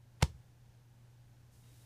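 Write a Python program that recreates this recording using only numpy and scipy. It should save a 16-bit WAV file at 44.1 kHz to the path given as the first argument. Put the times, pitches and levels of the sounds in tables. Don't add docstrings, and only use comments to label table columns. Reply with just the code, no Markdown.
import sys
import numpy as np
from scipy import signal
from scipy.fft import rfft, irfft, next_fast_len
from scipy.io import wavfile
from scipy.ndimage import map_coordinates

SR = 44100
rng = np.random.default_rng(int(sys.argv[2]) if len(sys.argv) > 2 else 0)


def to_wav(s):
    ch = np.atleast_2d(s).T
    pcm = np.round(np.clip(ch, -1, 1) * 32767)
    wavfile.write(sys.argv[1], SR, pcm.astype(np.int16))


N = 81585

# t/s, relative level/dB
BRUSH_HITS = [(.2061, -32.5), (0.2143, -17.5), (.2196, -22)]
# t/s, relative level/dB, tilt/(dB/octave)
HARD_HITS = [(0.2238, -6, -3.5), (0.2253, 0.5, -.5), (0.226, -4, -0.6), (.22718, -2, -1.5),
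             (0.2286, 0.16, 1.73), (0.229, -10, 2.5)]
# f/Hz, level/dB
CONTACT_SPECTRUM = [(100, -15), (350, -.5), (650, 2), (900, 9.5), (1250, 3), (1550, -2), (2100, 4.2),
                    (4500, -2.2), (9000, -5.5), (11000, -14.5), (15500, -22.5)]
# f/Hz, relative level/dB, T60/s
BODY_MODES = [(360, -7, 0.044), (510, 1, .032), (707, 1.5, 0.016), (913, 2.5, 0.02)]
# t/s, relative level/dB
THUMP_HITS = [(0.2266, -.5), (0.3, -26), (.3445, -25.5), (0.399, -35.5)]
# f/Hz, relative level/dB
THUMP_SPECTRUM = [(20, -29.5), (42, -18.5), (60, -1), (80, 1.5), (105, -3), (150, -1.5), (185, -7),
                  (225, -22.5), (400, -40.5), (1500, -73)]
# f/Hz, relative level/dB
FRICTION_SPECTRUM = [(200, -6), (900, 4), (2000, -4.5), (5000, -14), (10000, -18), (15000, -25)]
# f/Hz, T60/s
ROOM_DECAY = [(100, .22), (300, 0.24), (800, 0.15), (1500, .185), (5000, .205), (14000, .21)]
# f/Hz, relative level/dB
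ROOM_SPECTRUM = [(60, -3.5), (300, 4.5), (900, -2), (2000, -6), (5000, .3), (9000, -3.5), (15000, .5)]
# f/Hz, relative level/dB
HISS_SPECTRUM = [(500, -18), (2500, -9), (4500, -0.5), (9000, 0.5), (15000, -5.5)]
# t/s, level/dB
HISS_ENVELOPE = [(1.49, -97), (1.53, -71.5), (1.65, -73.2), (1.76, -70), (1.85, -70)]
# f/Hz, relative level/dB
RUSTLE_SPECTRUM = [(100, -7.5), (320, 7), (600, -8), (1000, -9), (2800, -8), (3600, -8.5), (3780, 2),
                   (3950, -15.5), (9000, -26.5)]
# t/s, level/dB
RUSTLE_ENVELOPE = [(1.6, -100), (1.64, -71.5), (1.72, -72.5), (1.77, -75), (1.85, -75)]
# f/Hz, relative level/dB
AMBIENT_SPECTRUM = [(20, -15.5), (54, -13.5), (100, -9), (150, -16.5), (230, -22.5), (420, -30),
                    (540, -28.5), (650, -32.5), (820, -29), (1200, -37.5), (1550, -34.5), (2100, -38.5),
                    (5200, -42), (6000, -41), (7500, -44.5), (15000, -48.5)]

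TIME_S = np.arange(N) / SR


def tap(brush_gain_db=-7, hard_gain_db=-8):
    brushes = sum(amp(brush_gain_db + db) * contact(start_s, tilt_db_per_oct=-0.62, cutoff_hz=3500)
                  for start_s, db in BRUSH_HITS)
    strikes = [amp(hard_gain_db + db) * contact(start_s, tilt) for start_s, db, tilt in HARD_HITS]
    return sum(hit + room(hit) for hit in [brushes] + strikes)


def contact(start_s, tilt_db_per_oct, cutoff_hz=np.inf, grit_db=-1, grit_t60_s=0.005):
    def spectrum_db(hz):
        tilt_db = tilt_db_per_oct * np.log2(np.maximum(hz, 300) / 2000)
        rolloff_db = 10 * np.log10(1 + (hz / cutoff_hz) ** 4)
        return log_interp(CONTACT_SPECTRUM, hz) + tilt_db - rolloff_db

    grit = rng.standard_normal(2048) * decay(TIME_S[:2048], grit_t60_s)
    force = amp(grit_db) * grit / np.linalg.norm(grit)
    force[0] -= 1
    return delayed(signal.fftconvolve(force, minimum_phase(spectrum_db)), start_s)


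def knock(start_s=0.22764, gain_db=-30):
    age_s = np.maximum(TIME_S - start_s, 0)
    modes = sum(amp(db) * np.sin(2 * np.pi * hz * age_s) * decay(age_s, t60_s)
                for hz, db, t60_s in BODY_MODES)
    return amp(gain_db) * modes


def thump(gain_db=30, settle_cutoff_hz=148):
    pulse = minimum_phase(lambda hz: gain_db + log_interp(THUMP_SPECTRUM, hz))
    push, *bumps = [amp(db) * delayed(pulse, start_s) for start_s, db in THUMP_HITS]
    return push + filtered(sum(bumps), lambda hz: 1 / np.sqrt(1 + (hz / settle_cutoff_hz) ** 10))


def friction(end_s=0.224, end_db=-47, rise_db_per_s=1099):
    lead_s = end_s - TIME_S
    envelope = amp(end_db - rise_db_per_s * np.abs(lead_s)) * (lead_s > 0)
    return envelope * noise(FRICTION_SPECTRUM)


def room(x, early_t60_s=0.066):
    def reflect(response, gain_db, delay_s):
        wet = signal.fftconvolve(x, response / np.linalg.norm(response))[:N]
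        coloured = filtered(wet, lambda hz: amp(gain_db + log_interp(ROOM_SPECTRUM, hz)))
        return delayed(coloured, delay_s)

    band_hz, frame_s, bands = signal.stft(rng.standard_normal(SR // 2), SR, nperseg=256)
    bands *= decay(frame_s, log_interp(ROOM_DECAY, band_hz)[:, None])
    _, tail = signal.istft(bands, SR, nperseg=256)
    early = rng.standard_normal(len(tail)) * decay(TIME_S[:len(tail)], early_t60_s)
    return reflect(tail, gain_db=-15, delay_s=0.006) + reflect(early, gain_db=-17.5, delay_s=0.009)


def hiss():
    return amp(np.interp(TIME_S, *np.transpose(HISS_ENVELOPE))) * noise(HISS_SPECTRUM)


def rustle():
    return amp(np.interp(TIME_S, *np.transpose(RUSTLE_ENVELOPE))) * noise(RUSTLE_SPECTRUM)


def mains_hum(hz=120.3, rms_db=-62):
    return np.sqrt(2) * amp(rms_db) * np.sin(2 * np.pi * hz * TIME_S)


def room_noise(rms_db=-65.5, wander_db=0.5, wander_rate_hz=7):
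    wander = map_coordinates(rng.standard_normal(32), [TIME_S * wander_rate_hz], mode="wrap")
    return amp(rms_db + wander_db * wander) * noise(AMBIENT_SPECTRUM)


def amp(db):
    return 10 ** (np.asarray(db) / 20)


def decay(age_s, t60_s):
    return (age_s >= 0) * np.exp(-np.log(1000) * np.maximum(age_s, 0) / t60_s)


def log_interp(table, hz):
    knots_hz, values = np.transpose(table)
    return np.interp(np.log(hz + 1), np.log(knots_hz + 1), values)


def filtered(x, response):
    size = next_fast_len(N + SR // 2)
    return irfft(rfft(x, size) * response(np.fft.rfftfreq(size, 1 / SR)), size)[:N]


def delayed(x, delay_s):
    return filtered(x, lambda hz: np.exp(-2j * np.pi * hz * delay_s))


def noise(spectrum):
    x = filtered(rng.standard_normal(N), lambda hz: amp(log_interp(spectrum, hz)))
    return x / np.sqrt(np.mean(x ** 2))


def minimum_phase(spectrum_db, size=16384):
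    cepstrum = irfft(np.log(amp(spectrum_db(np.fft.rfftfreq(size, 1 / SR)))))
    cepstrum[1:size // 2] *= 2
    cepstrum[size // 2 + 1:] = 0
    return irfft(np.exp(rfft(cepstrum)))


def scene(body_send_db=-3, thump_send_db=-7):
    body = friction() + knock()
    low = thump()
    room_send = amp(body_send_db) * body + amp(thump_send_db) * low
    impact = tap() + body + low + room(room_send)
    background = hiss() + rustle() + mains_hum() + room_noise()
    return (impact + background)[None]


def record(dry, cutoff_hz=15400, edge_hz=200):
    passband = lambda hz: np.clip((cutoff_hz - hz) / edge_hz + 0.5, 0, 1)
    return np.array([filtered(channel, passband) for channel in dry])


dry = scene()
out = record(dry)
to_wav(out)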